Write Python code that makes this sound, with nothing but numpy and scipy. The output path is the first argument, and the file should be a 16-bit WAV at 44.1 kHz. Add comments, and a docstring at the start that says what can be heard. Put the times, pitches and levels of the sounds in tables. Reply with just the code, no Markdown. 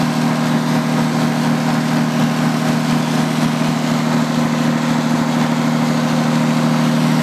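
"""A throbbing exhaust drone with metal clatter on top: a six-cylinder diesel generator in a yard, close by.
The exhaust beats against the fan's blade tone, each firing knocks the block, and injectors and valves
clatter over the rush of the fan. The governor hunts, so everything throbs about four times a second,
less towards the end. One microphone, through a limiter, rises to the top edge of the control panel,
turns along it and moves in on the dials."""
import sys
import numpy as np
from scipy import signal
from scipy.fft import rfft, irfft, next_fast_len
from scipy.io import wavfile
from scipy.ndimage import uniform_filter1d

SR = 44100
rng = np.random.default_rng(int(sys.argv[2]) if len(sys.argv) > 2 else 0)


def store_pcm(level_fs):
    """Save levels as 16-bit WAV."""
    pcm = np.round(np.clip(level_fs, -1, 1) * 32767).astype(np.int16)
    wavfile.write(sys.argv[1], SR, np.atleast_2d(pcm).T)


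N = 318402
TIME_S = np.arange(N) / SR

CYCLE_HZ, HUNT_HZ = 13.114, 4.08  # four-stroke cycles (two turns each); the governor's swing
HARD_PLACE = 0.42  # where in the cycle (0-1) the hardest exhaust pulse leaves
SILENCER_HARMONIC = 18  # the silencer rings on this multiple of the cycle rate
# The microphone's moves, each as start_s, end_s
LIFT_S, CLOSE_S = (1.7, 4.1), (5.1, 6.9)  # up to the panel's top edge; in towards the dials
TURN_S, TURN_BACK_S = (2.97, 4.65), (6.99, 7)  # along the panel; back to face it

# Levels in the tables are relative; a harmonic is a multiple of the cycle rate.
# Bands that swell or fade as the microphone moves: centre_hz, width_hz, lifted_db, turned_db, close_db
MIC_BANDS = [(400, 86, 1.5, -2, -1.5), (518, 27, -3, 4.5, 0), (685, 19, 2, 3.5, -5), (790, 40, -2, 0, 0.5),
             (1100, 130, -1, 1, 0.5), (1610, 50, -6, -2, 1), (2450, 200, 1, -1, 0),
             (2950, 270, 2.5, -0.5, 2), (3700, 380, 0, 0.3, 0), (4700, 300, -3, -1.5, 1),
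             (5450, 290, 1.2, -3.5, 0.5), (6670, 480, 0, 2.5, -1), (9000, 1200, 2.5, 0.5, 1)]
# Spectrum of the block's knock and the fan air: frequency_hz, level_db
BLOCK_SPECTRUM = [(190, -36.5), (310, -5), (355, -1.5), (436, -7.5), (514, -3), (555, -6), (615, 0),
                  (706, -3), (769, 0), (853, -4), (1030, -3.2), (1150, -6.5), (1260, -6), (1730, -9.5),
                  (1950, -10.5), (2100, -9.5), (2500, -18.5), (3250, -49), (5500, -120)]
# Spectrum of the injectors and valves: frequency_hz, level_db
CLATTER_SPECTRUM = [(1470, -17.5), (2500, -3), (4310, -3), (5110, -7.5), (6520, -8.5), (8000, -13),
                    (10400, -56.5), (17600, -120)]
# Spectrum of the fizz above the clatter: frequency_hz, level_db
FIZZ_SPECTRUM = [(6000, -35), (8000, -1.5), (8700, -0.5), (9400, -6.5), (10300, -8), (10900, -3),
                 (11600, -6), (13000, -7.5), (14500, -16)]
# Spectrum of the turbulent exhaust gas: frequency_hz, level_db
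GAS_SPECTRUM = [(20, -38), (60, -29), (105, -1), (135, 2), (180, -12), (215, 16.5), (270, 3), (305, 7.5),
                (360, -17), (600, -27.5)]
# Cylinders in firing order: place_cycles, knock_db, clatter_db, swing_db (per unit of fuel)
FIRING_ORDER = [(.125, -8, 4, 6.5), (.305, -5.5, 5, -0.5), (0.469, -5, -0.5, -2.5), (.635, -12.5, 5, -2.5),
                (.79, -8.5, 4, 5.5), (.965, -6, 4, 4.5)]
# Surges that rattle harder than the rest: centre_s, block_db, clatter_db
RATTLE_SURGES = [(.01, 4, 3.5), (.31, 2.5, -1), (.55, 2, -0.5), (.76, 2, 2), (.99, 2, 1), (1.22, 2, 1),
                 (1.7, 1.5, 0.5), (1.98, 2, -0.5), (2.22, 2.5, 0.5), (2.68, 2, 1.3), (2.9, 0.5, 1),
                 (3.19, 2.5, 1.8), (3.44, 1.5, 1.5), (4.13, 2.5, 1.5), (4.39, -1.5, 1.5), (4.63, -0.5, 1),
                 (5.42, 2, 1)]
# Sharp metallic ticks at the hardest firings: time_s, level_db
METAL_TICKS = [(.469, -22), (1.219, -21), (1.704, -20), (2.389, -18), (2.689, -19.5), (2.897, -19),
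               (4.344, -19)]
# Tones of the block and its casing: harmonic (rounded when played), level_db, turned_db
CASING_TONES = [(39, -46.5, 3), (42, -49.5, 7.5), (45, -46.5, -10), (48, -38, -5), (51, -50.5, 9.5),
                (54, -56, 5), (57, -40, -5), (58, -49.5, 4.5), (60, -43.5, 1.5), (65.6, -46.5, -9),
                (72.3, -42.5, -0.5), (75.3, -46, -5), (77.7, -43, -3.5), (79.2, -51.5, 10),
                (80.96, -40, -0.5), (93, -52.5, 3.5), (96.1, -44, -1), (100.8, -54, 3), (114.7, -46.5, 3.5),
                (124.3, -44, -4)]
# Faint, short low thumps on the loudest beats of the drone: start_s, level_db
LOW_THUMPS = [(0.028, -40), (0.491, -44.5), (0.788, -44.5), (1.02, -41.5), (1.247, -49.5), (1.705, -45),
              (1.934, -46), (2.013, -48), (2.24, -43.5), (2.415, -47), (2.469, -47), (2.697, -41.5),
              (2.925, -38), (3.225, -47.5), (3.458, -35), (3.687, -38.5), (3.917, -39.5), (4.144, -46),
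              (4.221, -45.5), (4.372, -43.5), (4.452, -43), (4.682, -46.5), (4.908, -42.5), (5.135, -45),
              (5.213, -43.5), (5.441, -45), (5.674, -47), (5.9, -45.5), (6.13, -45.5)]
# Strong exhaust tones, standing as waves in the yard: harmonic, level_db, lifted_db, turned_db, close_db
STRONG_HARMONICS = [(12, -20.5, 0, -1.01, 3), (15, -25.5, -0.5, -2, 3), (18, -18.5, -1, 0.8, 1.5),
                    (21, -26, -3.5, -2, 0.5), (24, -41, 4, 8, -0.5), (40, -39, -7, 6, -1)]
# Weaker exhaust tones: harmonic, level_db
WEAK_HARMONICS = [(6, -54), (9, -44.5), (10, -39.5), (13, -43.5), (14, -53), (16, -45), (17, -34),
                  (19, -42.5), (22, -47), (26, -43), (27, -46.5), (30, -44)]


def gain_of(db):
    """Decibels to gain."""
    return 10 ** (np.asarray(db) / 20)


def unit_rms(x):
    """Scales to rms 1."""
    return x / np.sqrt(np.mean(x ** 2) + 1e-20)


def coloured(x, spectrum):
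    """Filters x by a spectrum table, at rms 1."""
    hz, db = np.transpose(spectrum)
    size = next_fast_len(N)
    bin_hz = np.fft.rfftfreq(size, 1 / SR)
    shape = gain_of(np.interp(np.log(bin_hz + 1), np.log(hz + 1), db))
    return unit_rms(irfft(rfft(x, size) * shape, size)[:N])


def drift(top_hz):
    """A random wander of rms 1, rolled off above top_hz."""
    size = next_fast_len(N)
    bin_hz = np.fft.rfftfreq(size, 1 / SR)
    return unit_rms(irfft(rfft(rng.standard_normal(size)) / (1 + (bin_hz / top_hz) ** 4))[:N])


def ease(start_s, end_s):
    """A smooth step from 0 to 1 between two times."""
    return np.sin(np.pi / 2 * np.clip((TIME_S - start_s) / (end_s - start_s), 0, 1)) ** 2


def mic_pose():
    """How far the microphone is lifted, turned and close to the dials, each 0-1."""
    away = ease(*TURN_S)
    return ease(*LIFT_S) * (1 - away), away * (1 - ease(*TURN_BACK_S)), ease(*CLOSE_S)


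def exhaust_exposure(clear_s=(2.2, 3.3)):
    """How directly the exhaust reaches the microphone, 0-1; at the dials the panel shields it again."""
    return ease(*clear_s) * (1 - ease(*CLOSE_S))


def panel_reflections(x, ripple_db=1.5, ripple_hz=70, ripple_s=0.14):
    """Reflections off the panel and doors ripple the spectrum; bands shift as the microphone moves."""
    hz, t, spectra = signal.stft(x, SR, nperseg=1024, noverlap=768)
    patch = np.exp(-((hz[:, None] - hz.mean()) / ripple_hz) ** 2 - ((t - t.mean()) / ripple_s) ** 2)
    ripple = unit_rms(signal.fftconvolve(rng.standard_normal(spectra.shape), patch, "same"))
    ripple *= (hz / (hz + 600))[:, None]  # long waves pass round the panel
    moves = np.array([np.interp(t, TIME_S, move - move.mean()) for move in mic_pose()])
    bands_db = sum(np.outer(np.exp(-((hz - centre) / width) ** 2), np.array(change_db) @ moves)
                   for centre, width, *change_db in MIC_BANDS)
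    spectra = spectra * gain_of(ripple_db * ripple + bands_db)
    return signal.istft(spectra, SR, nperseg=1024, noverlap=768)[1][:N]


def low_thumps(rise_s=0.0015, boost_db=10.5):
    """Faint, short low thumps on the loudest beats of the drone."""
    rises = np.arange(SR // 40) / SR / rise_s
    clicks = np.zeros(N)
    for start_s, db in LOW_THUMPS:
        clicks[round(start_s * SR)] = gain_of(boost_db + db)
    return signal.oaconvolve(clicks, rises * np.exp(1 - rises))[:N]


def governor(lead_periods, hunt_depth=0.4, calm_depth=0.14, settle_s=(4.4, 6.2)):
    """The fuel supply swings about zero, then calms; every swing_db is per unit of this signal."""
    depth = hunt_depth + (calm_depth - hunt_depth) * ease(*settle_s)
    return depth * np.cos(2 * np.pi * (HUNT_HZ * TIME_S + lead_periods))


def crankshaft(fuel, speed_swing=0.0048):
    """Running count of engine cycles; the speed follows the fuel a little."""
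    return np.cumsum(CYCLE_HZ * (1 + speed_swing * fuel)) / SR


def firings(cycles, place, level_db, scatter_db):
    """One click each time a cylinder fires, no two quite alike."""
    at = np.flatnonzero(np.diff(np.floor(cycles - place)))
    clicks = np.zeros(N)
    clicks[at] = gain_of(level_db[at] + scatter_db * rng.standard_normal(N // 1000)[:len(at)])
    return clicks


def surges(width_s=0.025):
    """Brief changes in dB, one row for the block and one for the clatter."""
    centre_s, *changes_db = np.transpose(RATTLE_SURGES)
    return np.array(changes_db) @ np.exp(-((TIME_S - centre_s[:, None]) / width_s) ** 2)


def air_and_metal(spectrum, power, pulsed_share, grain_db):
    """Steady fan air plus grainy metal noise in time with the firings."""
    metal = power * gain_of(grain_db * drift(top_hz=700))
    envelope = np.sqrt(1 - pulsed_share + pulsed_share * metal / metal.mean())
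    return coloured(envelope * rng.standard_normal(N), spectrum)


def fan_tone(fuel, cycles, blades_per_cycle=19.988, aligned_s=4.7, open_s=(1.6, 3.9), swing_db=3.5):
    """The belt-driven fan runs just off a harmonic, so its beat with the exhaust slowly wanders."""
    in_step = np.floor(cycles[round(aligned_s * SR)]) + HARD_PLACE  # blades meet the hard pulse here
    close = mic_pose()[2]
    placed_db = -31 + 3.5 * ease(*open_s) - 1.7 * close  # louder once out from behind the panel
    level_db = placed_db + swing_db * fuel + 0.5 * drift(top_hz=8)
    return gain_of(level_db) * np.sqrt(2) * np.cos(2 * np.pi * blades_per_cycle * (cycles - in_step))


def casing_tones(fuel, cycles, flutter_db=1.6, swing_db=3.0):
    """The firings keep the block and its sheet metal singing on fluttering harmonics of the cycle."""
    turned, tones = mic_pose()[1], np.zeros(N)
    for k, db, turned_db in CASING_TONES:
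        level_db = db + turned_db * turned + flutter_db * drift(top_hz=9)
        tones += gain_of(level_db) * np.sqrt(2) * np.cos(2 * np.pi * (round(k) * cycles + rng.random()))
    return tones * gain_of(swing_db * fuel)


def injector_power(fuel, cycles, rise_s=0.003, scatter_db=1, follow=0.9):
    """Power of the injector and valve noise: a short swell at every firing, mean 1."""
    t = np.arange(SR // 25) / SR
    clicks = sum(firings(cycles, place, db + follow * swing_db * fuel, scatter_db)
                 for place, _, db, swing_db in FIRING_ORDER)
    power = np.maximum(signal.oaconvolve(clicks ** 2, t * np.exp(-t / rise_s))[:N], 0)
    return power / power.mean()


def metal_ticks(trim_db=-6.0, lead_s=0.00092, decay_s=0.0028):
    """Each tick is a short bright burst of the clatter."""
    t = TIME_S + lead_s
    envelope = sum(gain_of(db + trim_db) * (t >= time_s) * np.exp(-abs(t - time_s) / decay_s)
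                   for time_s, db in METAL_TICKS)
    return envelope * coloured(rng.standard_normal(N), CLATTER_SPECTRUM)


def block_knock(fuel, cycles, ring_t60_s=0.16, yard_t60_s=0.37, yard_db=-15, scatter_db=1.26, spots=4):
    """Each cylinder rings the block in its own way; the echoes crossfade as the microphone moves."""
    t = np.arange(SR // 6) / SR
    decay = gain_of(-60 * t / ring_t60_s) + gain_of(yard_db - 60 * t / yard_t60_s)
    mic_spot = np.linspace(0, spots - 1, N)
    nearness = [np.cos(np.pi / 2 * np.minimum(abs(mic_spot - k), 1)) for k in range(spots)]
    knocks = np.zeros(N)
    for place, knock_db, _, swing_db in FIRING_ORDER:
        clicks = firings(cycles, place, knock_db + swing_db * fuel, scatter_db)
        for near in nearness:
            knocks += signal.oaconvolve(clicks * near, decay * rng.standard_normal(len(t)))[:N]
    return coloured(knocks, BLOCK_SPECTRUM)


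def silencer_chug(fuel, cycles, rise_cycles=0.0045, decay_cycles=0.08, puff_share=0.135, swing_db=11.0):
    """Once a cycle a hard pulse rings the silencer, and a puff of turbulent gas follows it."""
    since = (cycles - HARD_PLACE) % 1
    blow = (1 - np.exp(-since / rise_cycles)) * np.exp(-since / decay_cycles)
    ring_db = -27.5 + exhaust_exposure()  # 1 dB up when clear of the panel
    ring = gain_of(ring_db) * blow * np.cos(2 * np.pi * SILENCER_HARMONIC * since)
    flow = 1 - puff_share + puff_share * unit_rms(blow)
    gas = gain_of(-34) * coloured(flow * rng.standard_normal(N), GAS_SPECTRUM)
    return (ring + gas) * gain_of(swing_db * fuel)


def exhaust_drone(fuel, cycles, flutter_db=1.2, swing_db=4.0, waver_db=0.96, strong_trim_db=-2.0):
    """Harmonics of the cycle meet in one hard pulse; the even firing drone runs a little ahead of it."""
    lifted, turned, close = mic_pose()
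    shielded = 1 - exhaust_exposure()  # behind the panel only echoes arrive, and the pulses run together
    heat = governor(lead_periods=-0.11)  # the gas heat sways the silencer's ring

    def harmonic(k):
        """One partial, its phase set by its origin; those above the silencer's ring flutter."""
        above_ring = k - SILENCER_HARMONIC
        even = k % 6 == 0  # from all six cylinders alike
        half = k % 6 == 3  # from the two halves of the manifold
        uneven = k % 3 > 0  # from one cylinder firing harder
        lead_rad = 0.59 * even + (0.53 + 0.81 * heat) * (above_ring == 0)
        blur_rad = 0.46 * shielded * np.clip(above_ring * abs(above_ring), -4, 4) * uneven
        lag_rad = 0.15 * (1 + shielded) * half
        phase = 2 * np.pi * k * (cycles - HARD_PLACE) + lead_rad - blur_rad - lag_rad
        flutter = gain_of(flutter_db * drift(top_hz=10)) if above_ring > 0 else 1
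        return flutter * np.sqrt(2) * np.cos(phase)

    strong = sum(gain_of(db + lifted_db * lifted + turned_db * turned + close_db * close) * harmonic(k)
                 for k, db, lifted_db, turned_db, close_db in STRONG_HARMONICS)
    weak = sum(gain_of(db) * harmonic(k) for k, db in WEAK_HARMONICS)
    throb = gain_of(swing_db * fuel + waver_db * drift(top_hz=22.3))
    return (gain_of(strong_trim_db) * strong + weak) * throb


def scene():
    """The generator from its control panel, in mono: one crankshaft and one governor set the pace."""
    # The injectors answer the governor first, the exhaust last.
    injection, burn, fuel = governor(0.11), governor(0.011), governor(-0.044)
    cycles = crankshaft(fuel)
    lifted, turned, close = mic_pose()
    heave_db, rattle_db = surges()
    power = injector_power(injection, cycles)
    rattle_db = rattle_db + 0.5 * drift(top_hz=11.0)
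    # Louder close up; the treble is unshaded over the panel's edge, and the fizz is lost off axis.
    block_db = -24.5 + 0.6 * close + heave_db
    clatter_db = -32 + 0.6 * close + 1.1 * lifted + rattle_db + 1.11 * injection
    fizz_db = -43.5 + 1.8 * close + 1.1 * lifted - 2.5 * turned + rattle_db + 0.87 * injection
    air_db = block_db - 2.5 + 1.1 * burn
    knock = gain_of(block_db - 5.0) * block_knock(burn, cycles)
    casing = gain_of(heave_db + 0.3) * casing_tones(burn, cycles)
    air = gain_of(air_db) * air_and_metal(BLOCK_SPECTRUM, power, pulsed_share=0.096, grain_db=4.5)
    clatter = gain_of(clatter_db) * air_and_metal(CLATTER_SPECTRUM, power, pulsed_share=0.32, grain_db=4.5)
    fizz = gain_of(fizz_db) * air_and_metal(FIZZ_SPECTRUM, power, pulsed_share=0.4, grain_db=3.0)
    exhaust = exhaust_drone(fuel, cycles) + silencer_chug(fuel, cycles)
    machinery = fan_tone(fuel, cycles) + metal_ticks() + casing
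    return (exhaust + low_thumps() + machinery + panel_reflections(knock + air + clatter + fizz))[None]


def record(dry, ceiling=0.51, recovery_db_per_s=200, cutoff_hz=14500):
    """A limiter behind the microphone ducks each high peak at once and recovers; a low-pass follows."""
    over_db = 20 * np.log10(np.maximum(abs(dry[0]) / ceiling, 1))
    recovery_db = TIME_S * recovery_db_per_s
    held_db = np.maximum.accumulate(over_db + recovery_db) - recovery_db
    limited = dry / gain_of(uniform_filter1d(held_db, size=8))
    low_pass = signal.firwin(255, cutoff_hz, window=("kaiser", 9), fs=SR)
    return signal.oaconvolve(limited, low_pass[None], "same")


dry = scene()
out = record(dry)
store_pcm(out)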